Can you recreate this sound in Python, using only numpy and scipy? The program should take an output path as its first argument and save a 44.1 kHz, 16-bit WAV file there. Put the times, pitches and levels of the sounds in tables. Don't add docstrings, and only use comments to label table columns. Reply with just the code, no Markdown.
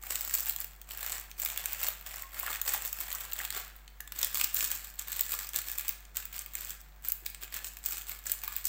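import sys
import numpy as np
from scipy import signal
from scipy.fft import rfft, irfft
from scipy.io import wavfile
from scipy.ndimage import uniform_filter1d

SR = 44100
rng = np.random.default_rng(int(sys.argv[2]) if len(sys.argv) > 2 else 0)


def digitize_waveform(pressure):
    field = np.atleast_2d(pressure).T
    bounded = np.clip(field, -1, 1)
    quanta = np.round(bounded * 32767).astype(np.int16)
    wavfile.write(sys.argv[1], SR, quanta)


N = 382788
TIME = np.arange(N) / SR
SEATING_S = (3.3, 4.23)
SEATED = np.interp(TIME, SEATING_S, (0, 1))

# time_s, fizz_db, body_db, crack_db
PLEAT_SNAPS = [(0.156, -19, -31.5, -29), (0.248, -18, -41, -43), (0.341, -10, -44, -26.5),
               (0.35, -8, -34.5, -35), (0.405, -14, -49.5, -33), (0.486, -17, -56, -53),
               (0.495, -9, -36, -38), (0.562, -16, -40, -36), (0.603, -15.5, -52, -46),
               (0.815, -28, -50.5, -46.5), (0.908, -24, -52, -46), (1.063, -17, -40, -41),
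               (1.313, -32, -43, -43.5), (1.418, -16, -43, -31.5), (1.449, -10.5, -39, -32),
               (1.459, -15, -31.5, -36), (1.575, -14.5, -33, -34.5), (1.657, -13, -34, -28),
               (1.731, -13.5, -54, -37), (1.83, -12.5, -31.5, -37), (1.885, -9, -36, -43),
               (2.397, -13, -57, -43), (2.615, -11, -36.5, -31.5), (2.68, -16, -37, -34),
               (2.736, -11, -44, -36), (2.928, -14.5, -41, -35.5), (3.009, -19, -37, -37),
               (3.115, -23, -36, -42), (3.127, -15, -40, -44), (3.321, -27, -36.5, -49),
               (3.332, -13, -43, -34), (3.45, -17, -33.5, -37), (3.503, -21, -33, -31.5),
               (3.878, -46, -46.5, -52), (4.005, -22, -46.5, -40), (4.075, -31, -45, -44.5),
               (4.12, -21, -37.5, -45), (4.229, -13, -25, -22.5), (4.246, -9.5, -35, -27.5),
               (4.355, -17, -30.5, -37), (4.397, -29, -31.5, -32), (4.412, -11, -25, -26),
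               (4.442, -8, -30, -25.5), (4.544, -8, -46.5, -40), (4.606, -24, -29, -27),
               (4.715, -13, -37, -29.5), (4.993, -18, -42.5, -30), (5.118, -18, -44, -37),
               (5.128, -24, -36.5, -32.5), (5.193, -15, -34, -32), (5.209, -5, -36, -26),
               (5.332, -21, -34, -51), (5.389, -18, -36.5, -33.5), (5.49, -22, -52, -38),
               (5.56, -10, -33.5, -26), (5.587, -16, -36, -31.5), (5.684, -19, -42, -36),
               (5.783, -13.5, -37.5, -31), (5.794, -16, -40, -39), (5.881, -13, -40, -33),
               (5.891, -9.5, -37.5, -31.5), (6.052, -48, -53, -50), (6.168, -12.5, -36, -28.5),
               (6.254, -19, -45.5, -42), (6.391, -23, -59, -31.5), (6.461, -24, -44.5, -47),
               (6.552, -16, -39, -31), (6.705, -21, -44, -37.5), (7.085, -9, -47, -45),
               (7.12, -8, -42, -35.5), (7.262, -15.5, -34.5, -33.5), (7.346, -29, -42, -39.5),
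               (7.433, -24, -41, -37), (7.644, -32, -40, -32.5), (7.769, -27, -43.5, -45),
               (7.86, -10, -42, -32), (8.095, -19, -41.5, -49.5), (8.268, -21, -51, -29.5),
               (8.317, -7.5, -38, -27.5), (8.436, -19, -39, -40), (8.478, -14, -38, -50),
               (8.564, -11, -41.5, -40), (8.653, -9, -40.5, -26)]
# frequency_hz, gain_db
BODY_EQ = [(150, -18), (500, -23), (1100, -7.5), (2300, 2), (4200, 1.5), (5500, -13)]
CRACK_EQ = [(200, -57), (3500, -32.5), (4800, -9.5), (6600, -1.5), (7700, 4.5), (8700, -3.5), (10000, -14),
            (11500, -26)]
FIZZ_EQ = [(200, -61.5), (9000, -21), (10800, -9.5), (12800, -1.5), (14600, 9), (15600, 6), (16500, -25)]
# start_s, hold_s, rub_db, flex_db
FINGER_STROKES = [(0.01, 0.034, -46.5, -50), (0.11, 0.034, -35, -42.5), (0.19, 0.21, -41, -49.5),
                  (0.34, 0.086, -37.5, -47.5), (0.47, 0.026, -38, -44.5), (0.601, 0.018, -42, -47.5),
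                  (0.907, 0.11, -47.5, -50), (1.038, 0.13, -39, -43), (1.409, .11, -40, -46),
                  (1.57, .20, -44, -45.5), (1.819, 0.067, -35.5, -41), (2.071, 0.14, -45.5, -48),
                  (2.358, 0.17, -43.5, -44.5), (2.47, .09, -41, -46), (2.678, 0.079, -34, -39.5),
                  (2.832, 0.038, -38.5, -47.5), (2.979, 0.26, -43, -47.5), (3.22, 0.12, -54, -51.5),
                  (3.38, 0.066, -41.5, -44), (3.54, 0.045, -38.5, -41), (3.76, 0.025, -66, -67),
                  (4.18, 0.086, -40.5, -46), (4.352, 0.085, -33.5, -46), (4.562, 0.095, -32.5, -45.5),
                  (4.71, 0.035, -38, -47), (4.78, 0.11, -48, -57.5), (4.994, 0.015, -47, -49.5),
                  (5.098, .16, -41.5, -48.5), (5.308, 0.031, -34.5, -46.5), (5.41, 0.031, -41.5, -49),
                  (5.55, 0.027, -37.5, -44), (5.67, 0.065, -42, -51), (5.79, .12, -46.5, -50.5),
                  (6.169, 0.021, -43, -49.5), (6.344, 0.05, -43.5, -50), (6.558, 0.16, -45.5, -51.5),
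                  (7.053, 0.032, -42.5, -52.5), (7.26, .02, -49, -58), (7.429, 0.0068, -45.5, -50.5),
                  (7.539, 0.032, -42, -45.5), (7.65, 0.015, -40.5, -57.5), (7.868, .11, -38.5, -49.5),
                  (8.088, 0.045, -43, -50.5), (8.273, 0.044, -39, -47.5), (8.442, .16, -46.5, -52.5),
                  (8.665, 0.034, -35, -52)]
# offset_db, fall_db_per_s
STROKE_TAILS = [(-7.5, 120), (-6, 103)]
# frequency_hz, gain_db
RUB_EQ = [(2500, -23.5), (4700, -10), (6400, -10), (7750, 0), (8900, -12.5), (10500, -11.5), (12600, -9),
          (14700, 6.5), (15600, -5), (16500, -65)]
# frequency_hz, gain_db
FREE_WALL_EQ = [(120, -36), (330, -15.5), (500, -10), (680, -6.5), (1100, -4.5), (1900, 0), (3000, -3.5),
                (4300, -13.5), (6000, -17.5)]
SEATED_WALL_EQ = [(120, -35.5), (330, -14.5), (600, -11.5), (1150, -3.5), (1720, 0.5), (2540, 0),
                  (4300, -2.5), (6000, -15.5)]
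# time_s, level_db, pitch_hz
WALL_POPS = [(0.911, -34.5, 3100), (1.884, -34.5, 790), (2.234, -37, 1950), (2.433, -33, 1030),
             (2.473, -30, 1740), (2.48, -27.5, 1440), (2.502, -33, 770), (2.556, -31, 1830),
             (2.738, -30.5, 1180), (2.747, -31, 810), (2.764, -37, 795), (3.143, -39, 1150),
             (3.402, -29.5, 2050), (4.004, -35.5, 1810), (5.339, -29.5, 1140), (8.436, -39, 1220),
             (8.479, -36.5, 1150)]
# start_s, length_s, pitch_hz, level_db
WALL_RING = (2.205, .08, 1075, -51.5)
# pitch_hz, gain_db
TIN_MODES = [(1228, 3.5), (1589, -1), (1728, 6), (2540, 1)]
# time_s, level_db, pitch_hz, t60_s
FINGER_BUMPS = [(3.564, -44.5, 410, 0.036), (4.229, -37.5, 506, 0.019), (4.232, -57, 244, 0.031),
                (4.44, -44, 332, 0.029), (5.335, -48, 517, 0.037), (5.573, -51, 96, .12),
                (7.223, -54.5, 353, 0.081), (7.432, -46, 384, 0.024)]
# frequency_hz, t60_s
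ROOM_DECAY = [(200, 0.26), (1500, 0.64), (7500, 0.37), (15000, 0.27)]
# pitch_hz, rms_db
HUM_PARTIALS = [(49, -54), (147, -75), (737.5, -77.5)]
# frequency_hz, gain_db
AIR_EQ = [(20, -6.5), (70, -10.5), (110, -16.5), (155, -9.5), (270, -18.5), (590, -18), (740, -17),
          (1200, -16.5), (2200, -19.5), (3000, -35), (6000, -29), (7700, -26), (10000, -42), (14500, -21)]


def large_pleats(body_trim_db=3.5, crack_trim_db=3.5, fizz_trim_db=-9):
    out = np.zeros(N)
    for time_s, fizz_db, body_db, crack_db in PLEAT_SNAPS:
        add(out, time_s, snap(body_db + body_trim_db, crack_db + crack_trim_db, fizz_db + fizz_trim_db))
    return out


def small_pleats(rub, body_db=-42, crack_db=-37, fizz_db=-31, follow=0.75, scatter_db=3.5, count=130):
    out = np.zeros(N)
    effort_db = 20 * np.log10(rub / np.sqrt(np.mean(rub ** 2)))
    for at in ((np.arange(count) + rng.random(count)) * N / count).astype(int):
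        levels_db = np.array([body_db, crack_db, fizz_db]) + follow * effort_db[at]
        levels_db += scatter_db * rng.standard_normal(3)
        add(out, at / SR, snap(*levels_db))
    return out


def snap(body_db, crack_db, fizz_db, stutter=0.65, stutter_s=0.0014):
    out = np.zeros(2048)
    click_gain = np.sqrt(SR / 1000)
    delays = np.cumsum(stutter_s * np.array([0, 1, 2]) * rng.uniform(0.25, 1, size=3))
    shares = unit(np.array([stutter * rng.random(), 1, stutter * rng.random()]))
    for delay, share in zip(delays, shares):
        sound = amp(body_db) * click(BODY_EQ, decay_s=0.0013, uneven_db=1.5)
        sound += amp(crack_db) * click(CRACK_EQ, decay_s=0.00046, uneven_db=1.1)
        sound += amp(fizz_db) * click(FIZZ_EQ, decay_s=0.00018, uneven_db=1.9)
        add(out, delay, click_gain * share * sound)
    return out


def click(eq, decay_s, uneven_db, rise_s=0.00026, size=1024):
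    hz, t = np.fft.rfftfreq(size, 1 / SR), np.arange(size) / SR
    knots_hz = np.geomspace(200, 18000, num=20)
    fold_db = np.interp(hz, knots_hz, uneven_db * rng.standard_normal(len(knots_hz)))
    cepstrum = irfft(np.log(amp(curve_at(eq, hz) + fold_db)))
    cepstrum[1:size // 2] *= 2
    cepstrum[size // 2 + 1:] = 0
    shiver = rng.standard_normal(size) * (1 - np.exp(-t / rise_s)) * np.exp(-t / decay_s)
    return unit(irfft(rfft(shiver) * np.exp(rfft(cepstrum))))


def hand_envelopes(resting_db=(-89, -70.5), base_attack_s=0.031, release_db_per_s=290):
    power = amp(resting_db)[:, None] ** 2 * np.ones(N)
    for start_s, hold_s, *levels_db in FINGER_STROKES:
        attack_s = base_attack_s + 0.22 * hold_s
        t = np.arange(-attack_s, hold_s + 0.5, 1 / SR)
        rise = np.minimum(1 + t / attack_s, 1) ** 2
        after_s = np.maximum(t - hold_s, 0)
        for layer, level_db, (offset_db, fall_db_per_s) in zip(power, levels_db, STROKE_TAILS):
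            fall_db = np.maximum(-release_db_per_s * after_s, offset_db - fall_db_per_s * after_s)
            add(layer, start_s - attack_s, (rise * amp(level_db + fall_db)) ** 2)
    return np.sqrt(power)


def catching(rub, grab_db=3.0, brisk_db_per_s=400):
    starting = np.clip(np.gradient(20 * np.log10(rub), TIME) / brisk_db_per_s, 0, 1)
    return amp(grab_db * starting) * slips(per_s=220, spread_db=5.0)


def rubbing(rub, catches, tick_db=-3, hiss_db=-6):
    drive = amp(tick_db) * catches + amp(hiss_db) * slips(per_s=2500, spread_db=6.0)
    return rub * grains(drive, RUB_EQ, decay_s=0.00041, uneven_db=2.5)


def flexing(flex, catches, free_db=-1.86, seated_db=0.07, tick_db=-3, scuff_db=-4):
    drive = amp(tick_db) * catches + amp(scuff_db) * slips(per_s=1800, spread_db=2.5)
    free_wall = amp(free_db) * grains(drive, FREE_WALL_EQ, decay_s=0.00091, uneven_db=5)
    seated_wall = amp(seated_db) * grains(drive, SEATED_WALL_EQ, decay_s=0.00057, uneven_db=5)
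    return flex * (np.sqrt(1 - SEATED) * free_wall + np.sqrt(SEATED) * seated_wall)


def slips(per_s, spread_db, cap=2.95):
    sizes = amp(spread_db * np.minimum(rng.exponential(1, N), cap))
    impulses = sizes * (rng.random(N) < per_s / SR)
    return impulses / np.sqrt(abs(uniform_filter1d(impulses ** 2, size=2200)) + 1e-6)


def grains(drive, eq, decay_s, uneven_db, count=64):
    out = np.zeros(N + SR)
    variation = rng.integers(0, count, N)
    for k in range(count):
        grain = click(eq, decay_s * rng.uniform(0.49, 1.6), uneven_db)
        at = np.flatnonzero(drive * (variation == k))
        np.add.at(out, at[:, None] + np.arange(len(grain)), drive[at, None] * grain)
    return out[:N]


def wall_pops(decay_s=0.002, decay_cycles=3.9, cluster_db=-7, low_cut_hz=620, count=5):
    out, t = np.zeros(N), np.arange(2048) / SR
    for time_s, level_db, pitch_hz in WALL_POPS:
        modes_hz = pitch_hz * rng.uniform(0.726, 1.656, size=(count, 1))
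        cluster = np.sin(2 * np.pi * modes_hz * t) * np.exp(-modes_hz * t / decay_cycles)
        cluster *= rng.choice([-1, 1], size=(count, 1))
        ring = np.sin(2 * np.pi * pitch_hz * t) * np.exp(-t / decay_s)
        add(out, time_s, amp(level_db) * (ring + amp(cluster_db) * cluster.sum(0)))
    return signal.sosfilt(signal.butter(2, low_cut_hz, "highpass", fs=SR, output="sos"), out)


def wall_ring():
    out = np.zeros(N)
    start_s, length_s, pitch_hz, level_db = WALL_RING
    swell = np.hanning(int(length_s * SR))
    wobble = 1 + 0.21 * uniform_filter1d(rng.standard_normal(len(swell)), size=80)
    add(out, start_s, amp(level_db) * swell * np.sin(2 * np.pi * np.cumsum(pitch_hz * wobble) / SR))
    return out


def tin_ring(paper, ring_db=-20, t60_s=0.25):
    t = np.arange(SR // 2) / SR
    modes = sum(amp(db) * np.sin(2 * np.pi * hz * t) for hz, db in TIN_MODES)
    ring = unit(modes * 1000 ** (-t / t60_s))
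    return amp(ring_db) * signal.fftconvolve(paper * SEATED, ring)[:N]


def finger_bumps(rise_s=0.00042):
    out, t = np.zeros(N), np.arange(SR // 4) / SR
    for time_s, level_db, pitch_hz, t60_s in FINGER_BUMPS:
        envelope = 1000 ** (-t / t60_s) * (1 - np.exp(-t / rise_s))
        add(out, time_s, amp(level_db) * envelope * np.sin(2 * np.pi * pitch_hz * t))
    return out


def kitchen_reverb(sound, early_db=-15, tail_db=-8, rise_s=0.0025):
    hz, t, noise = signal.stft(rng.standard_normal(SR // 2), SR, nperseg=256)
    decay = 1000.0 ** (-t / curve_at(ROOM_DECAY, hz)[:, None])
    tail = signal.istft(noise * decay, SR, nperseg=256)[1]
    tail *= np.clip(np.arange(len(tail)) / SR / rise_s, 0, 1)
    early = np.zeros(len(tail))
    for delay_s in rng.uniform(0.0011, 0.011, size=8):
        add(early, delay_s, rng.choice([-1, 1], size=1) * np.exp(-delay_s / 0.0048))
    return signal.fftconvolve(sound, amp(early_db) * unit(early) + amp(tail_db) * unit(tail))[:N]


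def crossfaded_reverbs(sound, count=6, cycle_hz=2):
    phases = cycle_hz * TIME + np.arange(count)[:, None] / count
    sends = np.maximum(np.cos(2 * np.pi * phases), 0) ** 2
    sends /= np.linalg.norm(sends, axis=0)
    return sum(kitchen_reverb(sound * send) for send in sends)


def room_tone(air_db=-61):
    air_gain = amp(curve_at(AIR_EQ, np.fft.rfftfreq(N, 1 / SR)))
    air = irfft(rfft(rng.standard_normal(N)) * air_gain, N)
    hum = sum(amp(db) * np.sin(2 * np.pi * (hz * TIME + rng.random())) for hz, db in HUM_PARTIALS)
    return amp(air_db) * np.sqrt(N) * unit(air) + np.sqrt(2) * hum


def amp(db):
    return 10 ** (np.asarray(db) / 20)


def unit(x):
    return x / np.sqrt(np.sum(x ** 2) + 1e-20)


def curve_at(points, hz):
    knots_hz, values = np.transpose(points)
    return np.interp(np.log(hz + 1), np.log(knots_hz), values)


def add(mix, start_s, sound):
    part = mix[max(round(start_s * SR), 0):][:len(sound)]
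    part += sound[:len(part)]


def scene():
    rub, flex = hand_envelopes()
    catches = catching(rub)
    paper = large_pleats() + small_pleats(rub)
    paper += rubbing(rub, catches) + flexing(flex, catches) + wall_pops()
    close = paper + wall_ring() + tin_ring(paper) + finger_bumps()
    return (close + crossfaded_reverbs(close) + room_tone())[None]


def record(dry, threshold_db=-21.5, squeeze=0.35, attack_s=0.0043, recover_db_per_s=63, high_cut_hz=16100):
    level_db = 10 * np.log10(abs(uniform_filter1d(dry[0] ** 2, size=64)) + 1e-12)
    over_db = np.maximum(level_db - threshold_db, 0)
    recovery_db = recover_db_per_s * TIME
    held_db = np.maximum.accumulate(over_db + recovery_db) - recovery_db
    lag = np.exp(-1 / (attack_s * SR))
    duck_db = squeeze * signal.lfilter([1 - lag], [1, -lag], held_db)
    high_cut = signal.firwin(255, high_cut_hz, window=("kaiser", 8), fs=SR)
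    return signal.oaconvolve(dry * amp(-duck_db), high_cut[None], "same")


dry = scene()
out = record(dry)
digitize_waveform(out)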